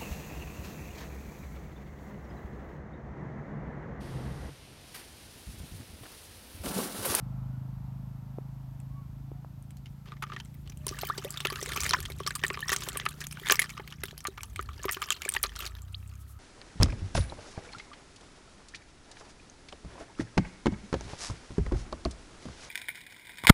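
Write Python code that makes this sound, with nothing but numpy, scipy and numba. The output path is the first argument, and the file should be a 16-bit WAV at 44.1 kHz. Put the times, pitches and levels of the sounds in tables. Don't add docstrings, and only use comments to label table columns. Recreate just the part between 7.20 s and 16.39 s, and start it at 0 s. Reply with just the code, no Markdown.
import sys
import numpy as np
from scipy import signal
from scipy.fft import rfft, irfft
from scipy.io import wavfile
from scipy.ndimage import uniform_filter1d
from numba import njit

SR = 44100
rng = np.random.default_rng(int(sys.argv[2]) if len(sys.argv) > 2 else 0)


def generate_wav(signal):
    frames = np.transpose(np.atleast_2d(signal))
    scaled = np.clip(frames, -1, 1) * 32767
    pcm = np.round(scaled).astype(np.int16)
    wavfile.write(sys.argv[1], SR, pcm)


N = 405262

# frequency in Hz, relative level in dB per Hz.
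AIR_COLOUR = [(15, -35.5), (25, 1.5), (59, -2.5), (92, -3.5), (270, -17), (394, -27), (451, -28.5),
              (1100, -34.5), (1290, -38.5), (1650, -34), (5000, -39), (9320, -43.5), (10400, -44.5),
              (12200, -35.5), (16000, -48.5)]
# time in seconds, level in dB.
ROAD_LEVEL = [(0, -58.5), (1.9, -64), (3.6, -69), (7.001, -70), (9.19, -72.5)]
# start in seconds, length in seconds, start, middle and end pitch in Hz,
# level in dB.
FAR_CALLS = [(0.27, 0.13, 1487, 1460, 1440, -64), (2.1, .3, 1440, 1490, 1480, -77),
             (1.685, 0.2, 1050, 1125, 1024, -58), (2.127, .09, 706, 727, 725, -62),
             (2.523, 0.072, 745, 730, 740, -65), (3.56, 0.25, 596, 614, 610, -58)]
# time in seconds, firing rate in Hz, level in dB.
FIRST_GEAR = [(0.0, 25.67, -34.5), (0.18, 25.7, -37), (2.26, 27.06, -43.5), (4.6, 28.64, -47),
              (6.38, 29.66, -47), (6.97, 29.9, -50.5), (7.25, 27.6, -74)]
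SECOND_GEAR = [(8.1, 21.79, -45), (8.648, 30.62, -39.5), (9.19, 34.17, -42.5)]
# multiple of the firing rate, relative level in dB.
FIRST_GEAR_ORDERS = [(1, -34.5), (2, -8), (3, -27), (4, -6), (5, 0.5), (6, -10), (7, -12), (8, -18),
                     (9, -19), (10, -24), (11, -25), (12, -33)]
SECOND_GEAR_ORDERS = [(1, -30), (2, -1), (3, -4.5), (4, -15.5), (5, -21.5), (6, -25)]
# start in seconds, level in dB, pitch in Hz.
KNOCKS = [(1.185, -16.5, 384), (2.117, -23, 274), (2.247, -22.5, 794)]
# time in seconds, level in dB.
MURMUR_LEVEL = [(0, -86), (4, -98), (5.998, -101.5), (9.19, -64)]
# time in seconds, level in dB.
FIZZ_LEVEL = [(0, -108), (3.6, -75), (9.19, -70.5)]
# start in seconds, length in seconds, level in dB.
RUSTLES = [(2.861, .09, -52), (2.965, 0.022, -56), (3.06, 0.17, -54.5), (3.242, 0.046, -71),
           (3.455, 0.071, -62)]
# start in seconds, relative level in dB.
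THUMPS = [(3.667, -35.5), (3.712, -35.5), (3.893, -47), (3.981, -33.5), (4.047, -32), (4.254, -28.5),
          (4.323, -34), (4.427, -31), (4.578, -36), (4.715, -37), (4.788, -39.5), (4.901, -39),
          (5.005, -32), (5.062, -41), (5.239, -29.5), (5.306, -32), (5.519, -31), (5.677, -33),
          (5.759, -34), (6.218, -44), (6.313, -26), (6.395, -49), (6.597, -36), (6.836, -37),
          (6.929, -43.5), (7.084, -33.5), (7.393, -38.5), (7.595, -46), (7.654, -25), (7.767, -39),
          (7.901, -55), (8.06, -33), (8.151, -53), (8.247, -35.5)]
# time in seconds, relative level in dB.
CHURN_LEVEL = [(2.75, -86), (2.93, -84), (3.05, -81), (3.27, -66.5), (3.52, -84), (3.72, -48), (3.84, -45),
               (4.2, -51), (4.6, -37), (4.71, -37), (4.85, -50), (5.06, -54.5), (5.4, -48.5), (5.67, -43),
               (5.82, -48), (6.1, -60), (6.25, -46), (6.75, -61), (7.45, -61.5), (7.68, -56), (7.81, -46.5),
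               (8.04, -55.5), (8.16, -45.5), (8.3, -59), (8.43, -41.5), (8.55, -62.5), (9.19, -70)]
# start in seconds, level in dB, start pitch in Hz, end pitch in Hz,
# length in seconds, time to swell in seconds.
BUBBLES = [(3.833, -29.5, 610, 1320, 0.033, 0.00086), (3.899, -27, 1050, 2160, 0.073, 0.00067),
           (4.046, -35.5, 498, 640, 0.073, 0.0025), (4.065, -51, 614, 1470, 0.085, 0.004),
           (4.279, -31, 1500, 2100, 0.027, 0.0023), (4.425, -50, 500, 800, 0.011, 0.001),
           (4.85, -27, 2640, 3750, 0.0093, 0.0022), (5.418, -25.5, 2700, 3360, 0.018, 0.0015),
           (6.233, -33, 1590, 2500, 0.021, 0.002), (6.392, -15, 1910, 2640, 0.022, 0.001),
           (7.744, -30, 3230, 2910, 0.019, 0.0015), (7.786, -37, 1780, 1850, 0.018, 0.0022),
           (4.744, -19, 985, 2780, 0.019, 0.0012), (5.426, -30, 1760, 1920, 0.063, 0.0012),
           (8.08, -26, 1510, 1950, 0.018, 0.0009), (8.26, -24, 2900, 6900, 0.018, 0.0014),
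           (8.742, -8.5, 1700, 5130, 0.017, 0.009)]
# time in seconds, level of the loudest part in dB, ringing pitch in Hz,
# brightness in dB (treble part over low part), length in milliseconds (sets how drawn out it is).
CLICKS_AND_SLAPS = [(1.6015, -40.5, 1040, 24, 2.8), (2.425, -45, 9200, 26, 2.8),
                    (2.507, -40, 8100, 20, 2.7), (2.57, -41, 4460, 34, 3.2), (2.6585, -39.5, 2960, -4, 5.6),
                    (2.858, -48, 1210, -5, 6.4), (2.9203, -35, 1200, -17, 8.9),
                    (2.969, -48, 2170, -23, 7.4), (3.0242, -24, 1230, -12, 9.7),
                    (3.0327, -29.5, 2950, -24, 6), (3.0685, -42, 1250, -26, 3.5),
                    (3.1, -36, 1220, -30, 6.9), (3.1203, -30, 1245, -34, 5.1), (3.1334, -42, 2830, 1, 4.6),
                    (3.1435, -54, 2900, -8, 3.4), (3.1641, -28.5, 2840, -27, 3), (3.189, -48, 4500, 6, 9.6),
                    (3.2006, -29.5, 2830, 2, 4.8), (3.249, -42, 8400, 32, 1.8),
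                    (3.342, -44.5, 2220, 21, 6.5), (3.4755, -41, 2870, 5, 5.4),
                    (3.4973, -37.5, 5900, 20, 3.9), (3.5208, -45, 2450, -1, 3.8),
                    (3.573, -40.5, 8900, 21, 2.5), (3.6676, -17, 9040, 14.5, 3.4),
                    (3.6811, -21.5, 5600, 26, 7.5), (3.6918, -22.5, 5970, 12, 6),
                    (3.7117, -40, 5940, -5, 13), (3.7887, -25, 8500, 10, 5.8), (3.8125, -26.5, 4040, 21, 9),
                    (3.854, -37, 3015, 9, 8.5), (3.87, -25, 3100, 35, 6.8), (3.9791, -24.5, 4700, 9, 11),
                    (3.9858, -31, 5700, -4, 5.2), (4.0242, -35, 1190, -25, 9.7),
                    (4.0468, -26.5, 3680, 25, 2.55), (4.1056, -22.5, 7500, 34, 3.7),
                    (4.1736, -24, 3560, 5, 6.2), (4.2041, -23, 3480, 4, 2.2), (4.2505, -14, 2680, -12, 4.2),
                    (4.2551, -20.5, 3340, 10, 5.5), (4.2703, -18, 3380, 5, 4.2),
                    (4.3013, -24.5, 1150, 2, 3.7), (4.3579, -26.5, 1270, -1, 6.4),
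                    (4.3895, -35, 1230, -20, 6.2), (4.4134, -29, 3520, 27, 7.4),
                    (4.4217, -40, 3600, -3, 6.7), (4.4606, -24.5, 1090, 5, 4.7), (4.4907, -28, 1150, 5, 11),
                    (4.5186, -41, 1310, -3, 6), (4.5347, -26, 3300, 10, 5), (4.5614, -23.5, 1260, -2, 10.6),
                    (4.5742, -23, 2680, 3, 9.4), (4.6044, -19.5, 5750, 13, 5.7),
                    (4.6347, -16, 2330, 10.5, 7.2), (4.6432, -24.5, 6030, 14, 11.2),
                    (4.6638, -22, 1920, 2, 2.6), (4.6932, -18.5, 5370, 14, 3.1),
                    (4.7094, -14, 4130, -1, 8.6), (4.7347, -11.5, 5400, -22, 1.66),
                    (4.787, -31.5, 1200, -15, 10.6), (4.8037, -25.5, 6000, 24, 1.6),
                    (4.8542, -24.5, 3230, 0, 6.1), (4.92, -30.5, 3830, 14, 6.2),
                    (5.0032, -29, 1120, -18, 7.9), (5.0651, -18.5, 4370, 2, 5.9),
                    (5.0747, -18, 1177, 4, 4.2), (5.107, -24.5, 1540, 0, 3), (5.1529, -20, 1190, 10.5, 8.3),
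                    (5.1945, -31.5, 2850, -2, 9.4), (5.2378, -12.5, 1860, -14.5, 6.1),
                    (5.2663, -21, 3850, 35, 8.2), (5.281, -22.5, 7200, 33, 2.6),
                    (5.3026, -19.5, 1140, -35, 9.4), (5.3444, -27.5, 2420, -41, 6.2),
                    (5.3738, -26, 1210, -50, 2.3), (5.4057, -26, 1180, 16, 6.2),
                    (5.4804, -20, 5750, 6, 7.6), (5.493, -18, 1890, -3, 5.8),
                    (5.5018, -18, 6630, 6.5, 11.2), (5.5199, -18.5, 1140, 0, 11),
                    (5.5288, -17, 1820, -4, 10.5), (5.5375, -21, 8450, 11, 8.6),
                    (5.563, -14.5, 6200, 18, 4.4), (5.6065, -29, 6940, 9, 5.7),
                    (5.6349, -25, 3500, 25, 5.4), (5.668, -36.5, 1007, -25, 11),
                    (5.6881, -19, 3180, 26, 3.76), (5.7305, -32.5, 7160, 4, 1.4),
                    (5.7546, -26.5, 1160, -31, 7.1), (5.772, -16, 9200, 17, 2.3),
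                    (5.7989, -23, 3480, -18, 9), (5.8538, -27.5, 1680, 5, 7.2),
                    (5.8626, -15, 1270, -20, 6.5), (5.8883, -26, 4270, 31, 3.5),
                    (6.0066, -28.5, 5080, 14, 9.8), (6.014, -29, 1780, -3, 7), (6.0395, -30, 3394, 10, 3.2),
                    (6.0688, -22, 6430, 32, 1.8), (6.1115, -31.5, 5460, 9, 3.9),
                    (6.1248, -30, 8900, 13, 1.5), (6.1722, -33.5, 1500, -33, 2.6),
                    (6.2596, -27.5, 1663, -6, 9.8), (6.2695, -19, 3580, -7, 2.9),
                    (6.2865, -21, 1880, 3, 5.2), (6.2771, -25, 3700, 0, 3.9), (6.2985, -8, 1640, -8.5, 4.7),
                    (6.3094, -8.5, 6230, 2, 4.6), (6.322, -3, 1154, 6.5, 2.14),
                    (6.3558, -18.5, 5420, 11, 4.1), (6.394, -12, 2110, 7, 2.65),
                    (6.4181, -18, 2020, 4.5, 3.6), (6.4425, -29, 1870, -8, 4.2),
                    (6.494, -34.5, 2300, 0, 9.8), (6.5027, -31, 6650, 12, 5),
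                    (6.5771, -29.5, 1270, -17, 10), (6.5979, -33, 842, -31, 4.7),
                    (6.676, -36.5, 2670, 0, 1.7), (6.7242, -31.5, 3100, -4, 3.1),
                    (6.8358, -21, 1600, 6, 1.36), (6.8551, -30, 3670, 20, 3), (6.8829, -35, 2860, -2, 4.2),
                    (6.91, -34.5, 4070, -3, 3.8), (6.9781, -30, 4970, 19, 4.1), (7.006, -34, 5550, 11, 4.8),
                    (7.042, -34, 1897, 22, 6.4), (7.0522, -22, 1170, -28, 2.8),
                    (7.0706, -18.5, 1280, 11, 5.2), (7.1762, -28.5, 1245, -17, 7),
                    (7.2076, -33, 2330, -10, 2.7), (7.233, -21, 6800, 16, 2.6),
                    (7.3607, -26.5, 2320, 4, 3.9), (7.3934, -20.5, 1255, -42, 5.6),
                    (7.411, -35, 6840, 23, 2.1), (7.4268, -32, 1210, 20, 1.6),
                    (7.4896, -32, 1280, -17, 4.6), (7.6341, -24.5, 6700, 24, 29),
                    (7.6422, -28, 1050, -22, 4.8), (7.6544, -25, 2050, 11, 3),
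                    (7.6829, -23, 1170, -48, 4.2), (7.6925, -17.5, 5450, -28, 2.25),
                    (7.7121, -20.5, 8600, 37, 2.8), (7.7207, -18.5, 6270, 41, 6.4),
                    (7.7255, -27, 5600, 30, 2.6), (7.731, -21, 7200, 20, 9.9), (7.744, -26, 2900, 10, 6.5),
                    (7.77, -26, 1140, -26, 5.4), (7.8191, -22.5, 1170, 0, 11.3),
                    (7.8397, -27.5, 5610, 5, 3.8), (7.9053, -10.5, 1210, 8.5, 6.3),
                    (7.9219, -17, 2780, 24, 4.1), (8.0196, -23, 2280, 5, 5.4), (8.0512, -26, 2250, 2, 5),
                    (8.0904, -11.5, 9050, 31, 2.03), (8.1127, -39, 8280, -9, 6.7),
                    (8.1212, -24, 8350, 23, 2.3), (8.1396, -15.5, 3540, 36, 6.3),
                    (8.1488, -23.5, 3400, -14, 4.9), (8.1642, -16, 1880, -13, 4.5),
                    (8.2301, -7.5, 6200, 65, 2.8), (8.2382, -13.5, 3850, -3, 1.8),
                    (8.2487, -26, 1230, -31, 13.5), (8.2934, -34, 3260, -4, 3.4),
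                    (8.3612, -29, 5670, 18, 2.7), (8.3906, -27, 3800, 23, 8.7),
                    (8.4069, -22.5, 2800, 19, 15.6), (8.4243, -31, 3180, -16, 8.8),
                    (8.4467, -30, 2510, -11, 8.5), (8.4632, -25, 4300, 10, 6.4),
                    (8.4749, -30, 3700, 17, 5.9), (8.552, -35.5, 3780, 10, 2.85),
                    (8.6195, -32.5, 1500, 49, 2.9), (8.8752, -43, 8200, 35.5, 4.3),
                    (8.954, -43.5, 7400, 23, 2.5)]
# lowest Hz, highest Hz,
# rise in seconds, time to die away by 60 dB in seconds.
PARTS = [(883, 2730, 0.001034, 0.023), (1980, 6640, 0.000908, 0.022), (6360, 15500, 0.00042, 0.018)]
# pitch in Hz, relative level in dB, time to die by 60 dB in seconds.
BUCKET_MODES = [(387.3, 5, 0.061), (1172, -8, 0.032), (1740, -12, 0.028), (1920, -23, 0.09),
                (3103, -10, 0.029)]


def undb(db):
    return 10 ** (np.asarray(db) / 20)


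def unit(x):
    return x / np.sqrt(np.mean(x ** 2))


def noise():
    return rng.standard_normal(N)


def band(x, hz, width):
    return signal.lfilter(*signal.iirpeak(min(hz, .4 * SR), hz / width, fs=SR), x)


def cut(x, hz, kind):
    return signal.sosfilt(signal.butter(2, hz, kind, fs=SR, output="sos"), x)


def fade(t, t60):
    return np.exp(-np.log(1000) * t / t60)


def walk(rate):
    hold = int(SR / rate)
    steps = np.repeat(rng.standard_normal(N // hold + 1), hold)
    return 1.48 * uniform_filter1d(uniform_filter1d(steps, hold), hold)[:N]


def add(out, s, x):
    i = int(s * SR)
    out[i:i + len(x)] += x[:N - i]


def curve(table):
    return np.interp(np.arange(N) / SR, *np.transpose(table))


def track(table, off_db):
    s, *columns = np.transpose(table)
    t = np.arange(N) / SR
    inside = uniform_filter1d(1. * ((t >= s[0]) & (t <= s[-1])), size=2001, mode="nearest")
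    return [np.interp(t, s, c) for c in columns], off_db * (1 - inside)


@njit
def grains(n, start, hz, cycles, glide, size):
    out = np.zeros(n)
    for k in range(len(start)):
        step, phase, a, hush = 2 * np.pi * hz[k] / SR, 0., size[k], 1.
        length = cycles[k] * SR / hz[k]
        for i in range(start[k], min(n, start[k] + int(5 * length))):
            phase += step
            out[i] += a * (1 - hush) * np.sin(phase)
            a *= 1 - 1 / length
            hush *= max(1 - 5 / length, 0.)
            step = min(step * (1 + glide[k] / length), 2.6)
    return out


def outdoors():
    hz, db = np.transpose(AIR_COLOUR)
    f = np.arange(N // 2 + 1) * SR / N + 1
    colour = undb(np.interp(np.log(f), np.log(hz), db))
    air = undb(-52 + 0.45 * walk(1.8)) * unit(irfft(rfft(noise()) * colour, N))
    rumble = undb(-49 + 4.5 * walk(2.6)) * unit(band(band(noise(), 62, 51), 62, 51))
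    road = unit(band(band(noise(), 800, 680), 800, 680) + 0.37 * band(noise(), 230, 200))
    whine = sum(undb(1.9 * walk(6.5)) * unit(band(noise(), hz, 45)) for hz in (620, 930, 1330))
    road_gain = undb(curve(ROAD_LEVEL) + 0.47 * walk(4.0))
    return air + rumble + road_gain * (road + 0.26 * whine)


def far_calls():
    out = np.zeros(N)
    for s, length, hz0, hz1, hz2, db in FAR_CALLS:
        u = np.linspace(0, 1, int(length * SR))
        bend = 4 * hz1 - 2 * hz0 - 2 * hz2
        hz = hz0 + (hz2 - hz0) * u + bend * u * (1 - u)
        phase = 2 * np.pi * np.cumsum(hz) / SR
        swell = np.sqrt(np.sin(np.pi * u).clip(0))
        add(out, s, undb(db) * swell * (np.sin(phase) + 0.1 * np.sin(2 * phase)))
    return out * undb(1.8 * walk(44.33))


def engine(gear, orders, lag, waver_db):
    (hz, db), off_db = track(gear, -65)
    phase = 2 * np.pi * np.cumsum(hz * (1 + 0.005 * walk(20))) / SR
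    thump = np.zeros(N)
    for k, order_db in orders:
        gain = undb(order_db + waver_db * np.sqrt(k) * walk(9))
        thump += gain * np.sin(k * phase + lag * k * k)
    return np.sqrt(2) * undb(db + off_db) * thump


def knocks():
    out, t = np.zeros(N), np.arange(900) / SR
    for s, db, hz in KNOCKS:
        shape = np.minimum(t / 0.00066, 1) * fade(t, 3.1 / hz)
        add(out, s, undb(db) * np.sin(2 * np.pi * hz * t) * shape)
    return out


def bucket_murmur():
    return undb(curve(MURMUR_LEVEL)) * unit(band(noise(), 1285, 70))


def fizz():
    return undb(curve(FIZZ_LEVEL) + 5.1 * walk(30)) * unit(band(noise(), 10500, 7000))


def rustles():
    out = np.zeros(N)
    scratch = unit(undb(4.3 * walk(300)) * cut(band(noise(), 1200, 3800), 4700, "low"))
    for s, length, db in RUSTLES:
        u = np.linspace(0, 1, int(length * SR))
        add(out, s, undb(db) * np.minimum(u * length / 0.0032, 1) * (1 - u ** 3))
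    return out * scratch


def churning():
    (db,), off_db = track(CHURN_LEVEL, -52)
    return db + off_db


def churn():
    shared = walk(45)

    def drops(per_s, lo_hz, hi_hz, cycles, glide, range_db):
        when, pitch, life, loud = rng.random((int(per_s * N / SR), 4)).T
        start = (when * N).astype(np.int64)
        hz = lo_hz * (hi_hz / lo_hz) ** pitch
        size = undb(range_db * loud ** 2)
        return unit(grains(N, start, hz, cycles * (0.14 + life), glide * life ** 3, size))

    def hiss(hz, width):
        return unit(undb(3.1 * shared + 2.8 * walk(240)) * band(noise(), hz, width))

    droplets = drops(300, 1100, 6000, 7, .05, 18)
    crackle = drops(460, 830, 5500, 0.66, .05, 23)
    gulps = drops(40, 420, 1290, 5.3, 0.18, 15)
    chirps = drops(50, 1200, 3800, 11, .2, 14)
    wet = 0.18 * gulps + 0.3 * chirps + 0.68 * droplets + 0.17 * crackle
    wet += .15 * hiss(290, 230) + 0.13 * hiss(1000, 700)
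    wet += 0.069 * hiss(1600, 1444) + 0.36 * hiss(2900, 3000)
    spray = 0.68 * cut(hiss(10000, 9000), 5500, "high") + 1.47 * drops(400, 5500, 17200, 5.8, 0.035, 22)
    return undb(churning()) * (wet + undb(-12.5) * spray)


def bubbles():
    out, waver = np.zeros(N), undb(5.5 * walk(180))
    bend = 2.5
    for s, db, hz0, hz1, length, swell in BUBBLES:
        u = np.linspace(0, 1, int(length * SR))
        shape = np.minimum(u * length / swell, 1) ** 2 * fade(u, 1.7) * np.sqrt(1 - u)
        sweep = (1 - np.exp(-bend * u)) / (1 - np.exp(-bend))
        phase = 2 * np.pi * np.cumsum(hz0 + (hz1 - hz0) * sweep) / SR
        add(out, s, undb(db) * shape * np.sin(phase))
    return out * waver


def thumps(rows):
    out, t = np.zeros(N), np.arange(1800) / SR
    weak = rows[:, [0, 3]] + [0, -23]
    pushes = np.vstack([THUMPS, weak])
    for (s, db), pitch in zip(pushes, rng.random(len(pushes))):
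        tone = np.sin(2 * np.pi * (320 + 260 * pitch) * t)
        add(out, s, undb(db) * tone * np.minimum(t / 0.00058, 1) * fade(t, 0.009))
    return out


def all_clicks_and_slaps(count=90):
    usual_ms = 5.4
    when, size, pitch, colour, wetness = rng.random((count, 5)).T
    s = CHURN_LEVEL[0][0] + (CHURN_LEVEL[-1][0] - CHURN_LEVEL[0][0] - .1) * when
    db = churning()[(s * SR).astype(int)] + 16 - 1.5 * np.log(size + 0.086)
    small_ms = 2 * usual_ms * (wetness + 0.23)
    small = np.transpose([s, db, 1000 * 7.5 ** pitch, 31 * (2 * colour - 1), small_ms])
    s, db, hz, bright_db, ms = np.vstack([CLICKS_AND_SLAPS, small]).T
    crack_db = 1.5 + 7.5 * ((hz >= PARTS[0][1]) & (hz < PARTS[1][1]))
    parts = np.array([-bright_db / 2, crack_db, bright_db / 2])
    slow = (np.maximum(ms, 1) / usual_ms) ** 0.55
    return np.vstack([s, hz, slow, db + parts - parts.max(axis=0)]).T


def spatter(rows, count=12):
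    s, _, _, *part_db = rows.T[:, :, None]
    late, pitch, size, life = np.moveaxis(rng.random((len(rows), count, 4)), 2, 0)
    delay = -.016 * np.log(late + 0.027) - .002
    hz = 1100 * 10.5 ** pitch
    near_db = np.select([hz < PARTS[0][1], hz < PARTS[1][1]], part_db[:2], part_db[2])
    db = near_db - 4.0 - 14 * size - 300 * np.abs(delay)
    cycles = (2.5 + 5 * life) * np.sqrt(hz / 3000)
    rings = ((s + delay) * SR).astype(np.int64), hz, cycles, 0.046 * life ** 3, undb(db)
    return grains(N, *(np.ravel(r) for r in rings))


def clicks_and_slaps(rows):
    out, t = np.zeros(N), np.arange(1400) / SR
    bursts_of_all = rng.standard_normal((len(rows), 3, len(t)))
    chance = rng.random((len(rows), 5))
    snap_hz = 2602
    snap = np.sin(2 * np.pi * snap_hz * t[t < 1 / snap_hz])
    ragged = undb(4.26 * walk(600))
    filters = [signal.butter(3, part[:2], "band", fs=SR, output="sos") for part in PARTS]
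    for (s, hz, slow, *part_db), bursts, (late, climb, *colours) in zip(rows, bursts_of_all, chance):
        uneven = ragged[int(s * SR):][:len(t)]
        for db, burst, sos, colour, (lo_hz, hi_hz, rise, t60) in zip(part_db, bursts, filters, colours, PARTS):
            rise = rise * slow ** 1.1 * slow
            attack = np.minimum(t / rise, 1) ** 2
            dying = undb(-1.0) * fade((t - rise).clip(0), 0.14 * t60)
            dying = dying + fade(t, t60 * slow) + undb(-17.5) * fade(t, 3.8 * t60)
            part = signal.sosfilt(sos, burst * attack * dying * uneven)
            rings = lo_hz <= max(hz, PARTS[0][0]) < hi_hz
            centre = hz if rings else lo_hz * (hi_hz / lo_hz) ** colour ** 1.17
            part = part + 4.9 * band(part, centre, 0.11 * centre)
            part = part / np.abs(part).max()
            if rings:
                tone = np.sin(2 * np.pi * hz * t * (1 + 12 * climb ** 2 * t))
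                part = 1.098 * part + 0.39 * attack * fade(t * hz, 25) * tone
            stagger = .001 * slow * (colour - late)
            add(out, s - rise + stagger, undb(db) * part)
        add(out, s - 1 / snap_hz, undb(max(part_db[:2]) - 5.5) / slow * snap)
    return out


def bucket(x, thud):
    driven = x + undb(9.5) * thud
    rings = np.zeros(N)
    for hz, db, t60 in BUCKET_MODES:
        rings += undb(db) * band(driven, hz, np.log(1000) / np.pi / t60)
    return x + 2.91 * thud + undb(5.5) * rings


def scene():
    background = outdoors() + far_calls()
    motor = engine(FIRST_GEAR, FIRST_GEAR_ORDERS, 0.1126, 0.62)
    motor += engine(SECOND_GEAR, SECOND_GEAR_ORDERS, 0.11, 1.0)
    nearby = knocks() + bucket_murmur() + fizz()
    rows = all_clicks_and_slaps()
    catch = rustles() + churn() + bubbles() + spatter(rows) + clicks_and_slaps(rows)
    return (background + motor + nearby + bucket(catch, thumps(rows)))[None]


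def record(dry):
    no_bass = cut(cut(dry, 36, "high"), 36, "high")
    rounded = np.tanh(0.7 * no_bass) / 0.97
    return signal.sosfilt(signal.ellip(10, .2, 70, 16400, fs=SR, output="sos"), rounded)


dry = scene()
out = record(dry)
generate_wav(out)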